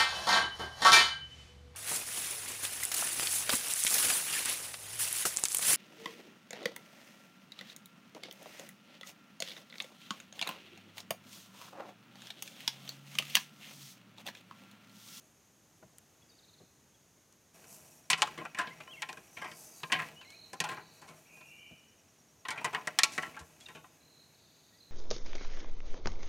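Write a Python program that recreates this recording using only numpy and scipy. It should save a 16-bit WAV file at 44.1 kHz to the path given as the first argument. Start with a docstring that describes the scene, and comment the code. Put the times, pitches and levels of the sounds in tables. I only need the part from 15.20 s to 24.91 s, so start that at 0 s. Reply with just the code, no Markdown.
"""Hollow bamboo poles are knocked, dragged and wedged together in a forest clearing.
Each blow is a short rattle of contacts that excites resonances of the tube walls and the air inside.
Rubbing poles click and hum, filtered random clicks make leaves rustle, and low noise puffs thud on soil.
Noise-band cicadas hiss, a pulsed sine makes a cricket, and gliding sines make bird calls, peeps and squeaks.
Fading noise responses give the echoes of the trunks; shaped noise is the forest bed."""
import sys
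import numpy as np
from scipy import signal
from scipy.fft import rfft, irfft, next_fast_len
from scipy.io import wavfile
from scipy.ndimage import uniform_filter1d

SR = 44100
rng = np.random.default_rng(int(sys.argv[2]) if len(sys.argv) > 2 else 0)


def digitize_waveform(pressure):
    """Quantize a signal to 16-bit integers and store it at the path in sys.argv[1].

    Rows of a 2-D input are taken as channels; values are limited to [-1, 1].
    """
    field = np.atleast_2d(pressure).T
    bounded = np.clip(field, -1, 1)
    quanta = np.round(bounded * 32767).astype(np.int16)
    wavfile.write(sys.argv[1], SR, quanta)


N = 428211
T = np.arange(N) / SR
OPPOSED = np.array([[1], [-1]])  # a side signal has opposite signs left and right

# Air columns inside the tubes. Each row: resonance in Hz, width in Hz (blows narrow it), level in dB.
AIR_COLUMNS = [(159.8, 8.3, 6.5), (199, 120, -2), (335, 110, -5.5), (466, 31, -4), (619.4, 47, 0.5)]


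def undb(db):
    """A level in decibels is twenty times the logarithm of the gain returned here."""
    return 10 ** (np.asarray(db) / 20)


def unit(x):
    """Dividing by the root mean square gives a signal unit power."""
    return x / np.sqrt(np.mean(x ** 2))


def shape(table, hz):
    """A spectral envelope is interpolated in decibels over logarithmic frequency."""
    f, db = np.transpose(table)
    return undb(np.interp(np.log(hz + 1), np.log(f), db))


def colour(x, response):
    """Linear filtering multiplies the spectrum by a frequency response."""
    size = next_fast_len(x.shape[-1])
    hz = np.arange(size // 2 + 1) * SR / size
    return irfft(rfft(x, size) * response(hz), size)[..., :x.shape[-1]]


def resonance(hz, centre_hz, width_hz):
    """A damped oscillator responds as a causal two-pole band-pass with gain 1 at its centre."""
    return 1j * hz * width_hz / (centre_hz ** 2 - hz ** 2 + 1j * hz * width_hz)


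def dull(hz, corner_hz):
    """Two equal first-order lags in cascade form a causal low-pass."""
    return 1 / (1 + 1j * hz / corner_hz) ** 2


def walk(rate):
    """A slow random modulation: normal values held for 1 / rate seconds, then smoothed."""
    hold = int(SR / rate)
    steps = np.repeat(rng.standard_normal(N // hold + 1), hold)
    return uniform_filter1d(steps, hold)[:N]


def contacts(size, rate, spread_db):
    """Contact noise is a random train of impulses, rate per second, of uneven strength."""
    return (rng.random(size) < rate / SR) * rng.standard_normal(size) * undb(spread_db * rng.exponential(size=size))


def pan(x, db):
    """A level difference of left minus right places a source in the stereo image."""
    return x * undb(np.array([[db / 2], [-db / 2]]))


def tone(table, bend_hz=0, gate=1):
    """Frequency modulation: a sine follows rows of (s, Hz, rms dB), its phase summed from its frequency."""
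    s, hz, db = np.transpose(table)[:3]
    on = (T > s[0]) & (T < s[-1])
    ends = np.clip(np.minimum(T[on] - s[0], s[-1] - T[on]) / 0.0041, 0, 1)
    pitch = np.interp(T[on], s, hz) + np.broadcast_to(bend_hz, N)[on]
    phase = 2 * np.pi * np.cumsum(pitch) / SR
    out = np.zeros(N)
    out[on] = np.sqrt(2) * undb(np.interp(T[on], s, db)) * ends * np.sin(phase)
    return out * gate


def forest():
    """Far wind and leaves are a diffuse field: shaped noise with uncorrelated mid and side."""
    # Spectrum of the bed. Each row: frequency in Hz, density in relative dB per Hz.
    bed_spectrum = [(15, -36.5), (25, -1), (43, -9), (92, 4.5), (266, 1), (584, -5), (878, -8),
                    (4600, -14.5), (6380, -9.5), (7510, -15), (14400, -19.5), (16500, -35)]
    # Stereo width of the bed. Each row: frequency in Hz, side minus mid level in dB.
    side_spectrum = [(60, -20), (110, -18), (200, -15), (380, -13), (700, -13.5), (1290, -13.5),
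                     (2380, -35), (4400, -26), (8120, -8), (15000, -21.5)]
    mid = unit(colour(rng.standard_normal(N), lambda f: shape(bed_spectrum, f)))
    side = unit(colour(rng.standard_normal(N), lambda f: shape(bed_spectrum, f)))
    side = colour(side, lambda f: shape(side_spectrum, f))
    level_db = -66.5 + 0.6 * walk(1.5)
    return undb(level_db) * (mid + side * OPPOSED)


def cicadas():
    """Many unsynchronised singers merge into a noise band, here set by two cascaded resonances."""
    centre_hz, stage_width_hz, mean_db = 6530, 560, -75.5
    mid, side = colour(rng.standard_normal((2, N)), lambda f: resonance(f, centre_hz, stage_width_hz) ** 2)
    return undb(mean_db + 0.8 * walk(4.8)) * (unit(mid) + undb(-14) * unit(side) * OPPOSED)


def cricket():
    """Stridulation is amplitude modulation: a few wing pulses a chirp gate a steady carrier."""
    # Bouts of chirping. 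Each row: first chirp in seconds, end in seconds, chirp period in seconds.
    bouts = [(2.338, 2.9, 0.062), (3.069, 4.2, 0.056), (4.247, 7.75, .1013)]
    carrier_hz, pulse_hz, chirp_s = 5660, 69, 0.034
    jitter_s, mean_db, scatter_db = 0.004, -60, 0.8
    gate = np.zeros(N)
    t = np.arange(int(chirp_s * SR)) / SR
    pulses = 0.067 + 0.65 * np.sin(np.pi * pulse_hz * t) ** 2
    chirp = pulses * np.sin(np.pi * t / chirp_s) ** 0.38
    starts = np.concatenate([np.arange(*bout) for bout in bouts])
    for s, (late, loud) in zip(starts, rng.standard_normal((80, 2))):
        i = int((s + jitter_s * late) * SR)
        gate[i:i + len(t)] = undb(mean_db + scatter_db * loud) * chirp
    return gate * np.sin(2 * np.pi * carrier_hz * T)


def whine():
    """A thin high insect tone is a sine with random frequency and amplitude modulation."""
    # Track of the tone. Each row: time in seconds, mean frequency in Hz, mean level in dB.
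    whine_track = [(3.05, 13250, -86), (6.5, 13250, -84), (6.7, 13250, -105), (7.15, 13250, -100),
                   (7.25, 13250, -85), (9.71, 13250, -84)]
    return tone(whine_track, 25 * walk(200), undb(2.5 * walk(30)))


def trunks(x, t60, dull_hz, side_db):
    """Scattering from stems and ground: convolution with noise that decays 60 dB in t60 seconds."""
    t = np.arange(SR) / SR
    noise = rng.standard_normal((2, SR)) * undb(-60 * t / t60) * np.minimum(t / 0.036, 1)
    mid, side = colour(noise, lambda f: 1 / (1 + 1j * f / dull_hz))
    response = (mid + undb(side_db) * side * OPPOSED) / np.sqrt(np.sum(mid ** 2))
    return signal.fftconvolve(x[None], response, axes=1)[:, :N]


def trill(table, rate, share, sweep_hz, pan_db, direct_db):
    """A falling sweep repeats; its power is shared between direct sound and the echo feed, both returned."""
    turns = np.cumsum((T >= table[0][0]) * rate * (1 + 0.03 * walk(30))) / SR
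    place = np.minimum(turns % 1 / share, 1)  # 0 to 1 through a note, then a rest
    swell = np.sin(np.pi * place) ** 0.43 / np.sqrt(share / 2)
    notes = tone(table, sweep_hz * (0.5 - place) + 75 * walk(400), swell)
    return undb(direct_db) * pan(notes, pan_db), np.sqrt(1 - undb(direct_db) ** 2) * notes


def whistles_and_squeaks():
    """Calls, peeps and squeaks are gliding sines; the far calls are mostly echo. Returns direct, echo feed."""
    # Near whistles, one list for each. Each row: time in seconds, frequency in Hz, level in dB.
    near_calls = [
        [(3.67, 2950, -60), (3.7, 3010, -56), (3.722, 3330, -51.5), (3.738, 2750, -50.5), (3.756, 2710, -54),
         (3.765, 2080, -63), (3.78, 2220, -50), (3.82, 1810, -67)],
        [(4.96, 2850, -57), (5.012, 3070, -56.5), (5.055, 2030, -63), (5.085, 2205, -62), (5.125, 2200, -58),
         (5.155, 2550, -59), (5.18, 2450, -72)],
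    ]
    # Far whistles, one list for each. Each row: time in seconds, mean frequency in Hz, echo-feed level in dB.
    far_calls = [
        [(6.055, 2060, -57), (6.085, 2726, -69), (6.14, 2415, -56.5), (6.175, 2696, -71), (6.21, 2490, -72),
         (6.32, 2306, -61), (6.43, 2390, -64), (6.5, 2994, -68), (6.6, 3030, -86)],
        [(6.22, 2730, -63), (6.34, 2794, -63), (6.4, 3060, -64), (6.46, 2960, -61)],
        [(4.08, 6020, -74), (4.14, 6110, -64), (4.27, 4700, -69), (4.33, 4700, -70), (4.4, 6020, -66),
         (4.47, 6200, -63), (4.56, 6870, -69.5)],
        [(4.5, 4770, -77), (4.55, 4800, -64), (4.575, 3900, -66.5), (4.65, 3900, -79.5)],
    ]
    # Peeps and pole squeaks. Each row: start and length in seconds, first and last frequency in Hz, first level in dB.
    peep_rows = [(1.02, .018, 3450, 3280, -64.5), (1.11, .035, 3800, 3700, -68),
                 (1.742, .02, 3400, 3250, -67), (3.506, 0.031, 1970, 2210, -49.5),
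                 (8.409, 0.024, 3340, 3360, -56), (8.458, 0.011, 3810, 3580, -43),
                 (8.46, 0.021, 2780, 2740, -53.5), (8.708, 0.053, 5030, 5060, -77),
                 (9.522, 0.061, 1860, 2020, -69), (9.582, .03, 4830, 4800, -66)]
    fade_db = 7
    peeps = [[(s, first_hz, db), (s + length, last_hz, db - fade_db)]
             for s, length, first_hz, last_hz, db in peep_rows]
    near = sum(tone(call) for call in near_calls + peeps)
    far = sum(tone(call, 110 * walk(60)) for call in far_calls)
    return pan(near + undb(-4) * far, 0.74), undb(-12.5) * near + far


def buzzing_bird():
    """Note repetition at a buzzing rate, under an envelope that swells and drops. Returns direct, echo feed."""
    # Each row: start in seconds, length in seconds, share of it that swells, frequency in Hz, crest in dB.
    buzz_rows = [(5.023, 0.26, 0.89, 4120, -56.5), (8.801, 0.27, 0.86, 4100, -64),
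                 (9.601, 0.14, 0.04, 4120, -62.5)]
    # In order: notes a second, sounding share of a note, left minus right in dB, direct sound in dB,
    # sweep of a note in Hz, first and last level relative to the crest in dB.
    buzz_settings = (43, 0.8, -3.5, -1, 488.5, -10, -10)
    rate, share, pan_db, direct_db, sweep_hz, first_db, last_db = buzz_settings
    direct, sung = 0, 0
    for s, length, swell, hz, db in buzz_rows:
        track = [(s, hz, db + first_db), (s + swell * length, hz, db), (s + length, hz, db + last_db)]
        near, far = trill(track, rate, share, sweep_hz, pan_db, direct_db)
        direct, sung = direct + near, sung + far
    return direct, sung


def rattling_bird():
    """Note repetition slow enough to be heard as separate falling sweeps. Returns direct, echo feed."""
    # Each row: start in seconds, length in seconds, frequency in Hz, first level in dB,
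    # sweep of a note in Hz, direct sound in dB.
    rattle_rows = [(1.09, .04, 4660, -68, 900, -1.5), (1.182, .23, 4010, -69, 1103, -1),
                   (5.365, 0.41, 4180, -68, 1005, -9.5), (9.141, 0.43, 4150, -71, 1644, -4)]
    # In order: notes a second, sounding share of a note, left minus right in dB, last level relative to first in dB.
    rattle_settings = (20.1, 0.45, 0, -2.5)
    rate, share, pan_db, last_db = rattle_settings
    direct, sung = 0, 0
    for s, length, hz, db, sweep_hz, direct_db in rattle_rows:
        track = [(s, hz, db), (s + length, hz, db + last_db)]
        near, far = trill(track, rate, share, sweep_hz, pan_db, direct_db)
        direct, sung = direct + near, sung + far
    return direct, sung


def calls():
    """Superposition of bird calls, peeps and pole squeaks, as direct sound and as what the trunks scatter."""
    direct, scattered = zip(whistles_and_squeaks(), buzzing_bird(), rattling_bird())
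    return sum(direct), sum(scattered)


def thuds():
    """A foot or pole end on soil meets heavy damping: a broad low resonance of a brief noise puff."""
    # Each row: time in seconds, peak level in dB, centre frequency in Hz.
    thud_rows = [(0.631, -55, 130), (1.4, -51.5, 187), (6.509, -51.5, 120), (7.99, -48, 260),
                 (8.072, -46, 200), (8.199, -46, 75.4)]
    crest_s = 0.011
    out = np.zeros(N)
    t = np.arange(8192) / SR
    envelope = t / crest_s * np.exp(1 - t / crest_s)
    for s, db, hz in thud_rows:
        noise = rng.standard_normal(len(t)) * envelope
        puff = colour(noise, lambda f: resonance(f, hz, 1.05 * hz) ** 2)
        i = int(s * SR)
        out[i:i + len(t)] += undb(db) * puff / np.abs(puff).max()
    return out


def tubes(hz, scatter_db, damping):
    """Modal synthesis of the tube walls; the point of touch weights and signs the modes anew."""
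    # Wall modes. Each row: mean frequency in Hz, mean level in dB,
    # 60 dB decay in seconds (capped at 0.25 and divided by the damping).
    wall_modes = [(424, 1.5, 5.0), (689, -18.5, 1.1), (744.3, 4, 5.0), (855, 3, 0.15), (1032, 6, 0.16),
                  (1226, -28, 0.48), (1366, 4, 0.29), (1585, 2, 0.054), (1680, -7, 0.092),
                  (1901, 2.5, 0.078), (1930, -13, 0.043), (2265, -1.5, 0.046), (2265, -4, 0.27),
                  (2482, 3, 0.033), (2800, -9, 0.043), (2890, -4, 0.33), (3050, 1, 0.11),
                  (2900, -26.5, 0.19), (3650, -24.5, 0.55), (4230, -26, 0.29), (4240, -7, 0.29),
                  (4080, -21, 0.45), (4070, -26, 0.17), (4936, -39, 0.19)]
    response = 0
    for (f, db, t60), (loud, detune) in zip(wall_modes, rng.standard_normal((len(wall_modes), 2))):
        width_hz = damping * np.log(1000) / np.pi / min(t60, 0.25)
        gain = np.sign(detune) * undb(db + scatter_db * loud)
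        response = response + gain * resonance(hz, f * (1 + 0.014 * detune), width_hz)
    return response


def handling():
    """Stick-slip clicks ring the poles, random contacts crackle in leaves, and air columns resonate."""
    # How hard the poles rub. Each row: time in seconds, rubbing in dB (the slips lie 5.5 dB lower).
    rubbing = [(0, -68), (.4, -85), (1.04, -72.5), (2.32, -99), (2.35, -59.5), (2.92, -69.5), (3.07, -49),
               (3.32, -59.5), (3.5, -55), (4.2, -64), (4.66, -62.5), (4.82, -43.5), (5.0, -62),
               (5.37, -65.5), (5.5, -45), (5.65, -61.5), (6.46, -69), (7.2, -76.5), (7.43, -51), (7.6, -54),
               (7.8, -55), (8.06, -48.5), (8.22, -64), (9.15, -71), (9.71, -73.5)]
    # Leaves brushed. Each row: crest in seconds, rise in seconds, hold in seconds, level in dB.
    rustle_rows = [(0, .05, .05, -77), (0.825, .1, .05, -83), (2.345, .012, 0.34, -62),
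                   (3.805, 0.45, 0.23, -69), (4.386, 0.38, 0.083, -58), (4.604, .1, 0.13, -68.5),
                   (5.14, 0.6, 0.042, -74), (5.705, .15, 0.65, -71.5), (7.86, .2, .2, -68.5),
                   (8.249, .1, 0.49, -75)]
    # Spectrum of leaves. Each row: frequency in Hz, density in relative dB per Hz.
    leaf_spectrum = [(470, -43.5), (800, 2), (1350, -17), (1500, -19), (3690, -10.5), (6330, 3.5),
                     (13600, -1.5), (16000, -15)]
    fade_db_s, rest_db = 60.5, -84
    rub_db = np.interp(T, *np.transpose(rubbing))
    rustle = undb(rest_db)
    for s, rise, hold, db in rustle_rows:
        growth = np.clip(1 + (T - s) / rise, 0, 1) ** 2
        rustle = rustle + growth * undb(db - fade_db_s * np.maximum(T - s - hold, 0))

    slips = colour(contacts(N, rate=2500, spread_db=1.9),
                   lambda f: resonance(f, 1400., 2200.) * undb(-6) + tubes(f, scatter_db=1.5, damping=1.4))
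    crackle = contacts(N, rate=9800, spread_db=1.5) * undb(3.2 * walk(25))
    leaves = colour(crackle, lambda f: shape(leaf_spectrum, f))
    air = colour(rng.standard_normal(N), lambda f: sum(undb(g) * resonance(f, c, w) for c, w, g in AIR_COLUMNS))
    # hum is -63.5 dB at -58 dB of rubbing and follows it by 0.93 dB per dB; sweeping through leaves adds more
    hum = undb(-63.5 + 0.93 * (rub_db + 58)) + undb(-11) * rustle
    return pan(undb(rub_db - 5.5) * unit(slips), 0.42) + rustle * unit(leaves) + pan(hum * unit(air), 1.5)


def blows():
    """Impact excitation: a dying rattle of contacts cracks, rings the walls and thumps the air inside."""
    # Each row: start in seconds, level in dB, brightest frequency in Hz, treble in dB (the crack lies 5 dB lower),
    # bass in dB, rattle length in seconds, note of the pole in dB; the last three levels are relative to the first.
    blow_rows = [(0.626, -49.5, 900, -25, 8.5, 0.0084, -20), (0.784, -43, 8060, -21, -39, 0.0025, -22),
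                 (1.401, -65, 471, -4, 11, 0.023, -15), (2.124, -57, 6360, -3, -17, .007, -24),
                 (2.44, -49.5, 1010, 1, -30, 0.013, -9), (2.901, -21.5, 1883, 9, -16, 0.025, -3),
                 (2.931, -13.5, 2800, -30, -17.5, .008, -16), (2.977, -38.5, 1020, 1.5, -9, 0.078, -12),
                 (3.02, -12.5, 2220, -0.5, -20, 0.012, -25), (3.073, -34, 910, -1, -22, 0.0094, 0),
                 (3.177, -32.5, 1572, -9.5, 0.5, 0.018, -7), (3.209, -40.5, 990, -20, 5, 0.022, 4),
                 (3.252, -28, 1000, -12, -22, 0.01, -25), (3.347, -33, 1780, -7, -11, 0.012, -17),
                 (3.372, -33, 1610, -14, -30, 0.044, -24), (3.387, -21, 1490, -7, -15.5, 0.03, -12),
                 (3.471, -34.5, 2130, -28, -4, 0.016, -7), (3.604, -35.5, 1510, -10, -8, .012, -31),
                 (3.676, -42, 1520, -37, -30, .0065, 4), (3.821, -23.5, 2110, -3.5, -33, 0.012, -8.5),
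                 (3.889, -32.5, 2130, -4.5, -9, 0.016, -4.5), (3.928, -40.5, 944, 6, -8, .011, -16),
                 (3.971, -38.5, 1500, -7, -4, 0.015, -25), (4.169, -37, 2140, -9, -6.5, .03, -8),
                 (4.217, -31, 1120, -11, -17, 0.022, -4), (4.243, -32, 1070, -12, -11, 0.03, -27),
                 (4.315, -39, 2200, -4, -4.5, 0.012, -10), (4.633, -27.5, 2270, -10, -5, 0.0089, -4.5),
                 (4.7, -35.5, 934, -28, -40, 0.016, -6), (4.72, -15.5, 2110, -7, -14, 0.026, -5.5),
                 (4.791, -26.5, 1410, -13, -40, 0.03, -11), (5.012, -43, 2680, -21, -12, 0.015, -15),
                 (5.104, -57, 2260, 13.5, -29, 0.025, -20), (5.332, -33, 464, -0.5, -25, 0.016, -32),
                 (5.403, -21.5, 2950, 3.5, -7, 0.013, -5.5), (5.44, -23.5, 1584, -4.5, -35, 0.015, -10),
                 (5.49, -30.5, 1930, -5, -30, 0.019, 1), (5.515, -34, 1020, -7, -5, 0.028, 0),
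                 (5.571, -36, 980, -23, -9.5, 0.029, -27), (5.817, -44.5, 770, -3, -6, .033, -28),
                 (5.879, -45, 980, -0.5, -1, 0.042, -34), (6.171, -54, 2480, -17, 8, 0.0042, 5),
                 (6.209, -44, 1780, -11, -5, 0.0094, -9), (6.508, -62.5, 3010, -22, 14.5, 0.016, -15),
                 (7.252, -30, 1750, -19, -35, 0.012, -6), (7.285, -24, 1770, -3.5, -13, 0.012, -28),
                 (7.305, -27.5, 1770, 0, -15.5, 0.022, -9), (7.359, -35.5, 845, -14, -29, 0.019, -22),
                 (7.376, -30, 1520, -15, -11, 0.019, -31), (7.413, -34, 826, -13, -17, 0.017, -23),
                 (7.445, -19.5, 1177, -2.5, -13, 0.017, -20), (7.53, -30.5, 1080, -11, -12, 0.038, -2.5),
                 (7.548, -18.5, 1840, -13, -19, 0.0079, -18), (7.571, -39.5, 960, -23, -8, 0.019, 5),
                 (7.673, -21.5, 1090, -1.5, -12.5, 0.01, -9.5), (7.788, -13, 3180, 4.5, -32, 0.01, -16),
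                 (7.834, -9.5, 4540, -3.5, -22.5, 0.0079, -12.5), (7.921, -47, 5400, 8, -29, 0.11, -23),
                 (7.979, -19.5, 1800, -7.5, -8, 0.01, -6), (8.025, -28, 1570, -8, -35, 0.022, -9),
                 (8.142, -45, 1890, -17, -0.5, 0.024, -15), (8.166, -35.5, 1290, -12, -13, 0.021, -7),
                 (8.192, -49.5, 820, 9, 1, 0.036, -23), (8.403, -60.5, 3900, 13, -22, 0.094, -32),
                 (8.464, -49, 3920, -30, -30, 0.0061, -27), (8.485, -39.5, 1640, -5.5, -7.5, 0.02, -12),
                 (8.55, -40, 1840, -6.5, -0.5, 0.024, -7), (8.643, -40, 1040, -30, -15, 0.0084, -28)]
    # Pole in hand. Each row: taken up at seconds, note in Hz, width in Hz, second note in Hz, its relative dB,
    # third note in Hz, its relative dB.
    poles = [(0, 1045, 24, 1610, -9, 745, -12), (7.0, 988, 37, 1875, -9, 700, -10.5),
             (7.75, 1112, 13, 1338, -1.5, 861, -7)]
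    t = np.arange(12288) / SR
    out = np.zeros((2, N + len(t)))
    for s, db, hz, treble_db, bass_db, length, note_db in blow_rows:
        _, note_hz, width, second_hz, second_db, third_hz, third_db = [pole for pole in poles if pole[0] <= s][-1]
        # neighbouring poles go on chattering faintly after the blow
        fade = np.exp(-t / length) + undb(-22) * np.exp(-t / (1.55 * length))
        push = contacts(len(t), rate=9000, spread_db=1.5) * fade * np.minimum(t / (0.12 * length), 1)
        push[0] += 2.5  # a hard first touch
        snap = contacts(len(t), rate=12000, spread_db=3.0) * np.exp(-t / (0.5 * length))
        snap[0] += 4.0

        # a softer contact lasts longer and leaves out the high modes
        body = colour(push, lambda f: resonance(f, hz, 2.86 * hz) ** 2 * dull(f, 2500 + 1.78 * hz) ** 2
                      * (undb(-7) + tubes(f, scatter_db=4.5, damping=3.7)))
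        # the patch of wall under the blow; brighter blows favour it
        knock = colour(push * np.exp(-t / length), lambda f: resonance(f, hz, 0.72 * hz) ** 2)
        knock_db = -7 + 5.8 * np.log2(hz / 2000)
        crack = colour(snap, lambda f: resonance(f, 8900.0, 4600.0) * dull(f, 7200.0) * dull(f, 4700.0))
        thump = colour(push, lambda f: resonance(f, 320.0, 500.)
                       * sum(undb(g) * resonance(f, c, 0.91 * w) for c, w, g in AIR_COLUMNS))
        note = colour(push, lambda f: resonance(f, note_hz, width)
                      + undb(second_db) * resonance(f, second_hz, width)
                      + undb(third_db) * resonance(f, third_hz, width))

        parts = ((body, 0), (knock, knock_db), (crack, treble_db - 5), (thump, bass_db), (note, note_db))
        # every part has unit energy before its level; the energy grows with the rattle length
        blow = sum(undb(db + part_db) * part / np.sqrt(np.sum(part ** 2)) for part, part_db in parts)
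        i = int(s * SR)
        out[:, i:i + len(t)] += pan(blow * np.sqrt(0.089 * length * SR), 1.15)
    return out[:, :N]


def scene():
    """Superposition: poles nearly dry, calls with longer and stronger echoes, all over the forest."""
    # How much the two channels differ on the poles. Each row: frequency in Hz, gain of the difference in dB.
    lean_spectrum = [(60, -3.5), (300, 8.5), (1000, 5.5), (2000, -2), (5000, -1.5), (12000, 3.5)]
    knocks, (call, echo_feed) = blows(), calls()
    lean = colour(knocks[0] - knocks[1], lambda f: shape(lean_spectrum, f)) / 2
    knocks = knocks.mean(axis=0) + lean * OPPOSED
    knock_echo = trunks(undb(-25) * knocks.mean(axis=0), t60=0.33, dull_hz=3970.0, side_db=-34)
    call_echo = trunks(echo_feed, t60=0.84, dull_hz=9250.0, side_db=-20.5)
    insects = cricket() + cicadas() + whine()
    return knocks + thuds() + handling() + knock_echo + call + call_echo + insects + forest()


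def record(dry):
    """Band limiting: a gentle high-pass at 52 Hz thins the bass, a steep low-pass at 16 kHz cuts the top."""
    thin = signal.sosfilt(signal.butter(2, 52., "high", fs=SR, output="sos"), dry)
    return signal.sosfilt(signal.ellip(10, .2, 80, 16000, fs=SR, output="sos"), thin)


dry = scene()
out = record(dry)
digitize_waveform(out)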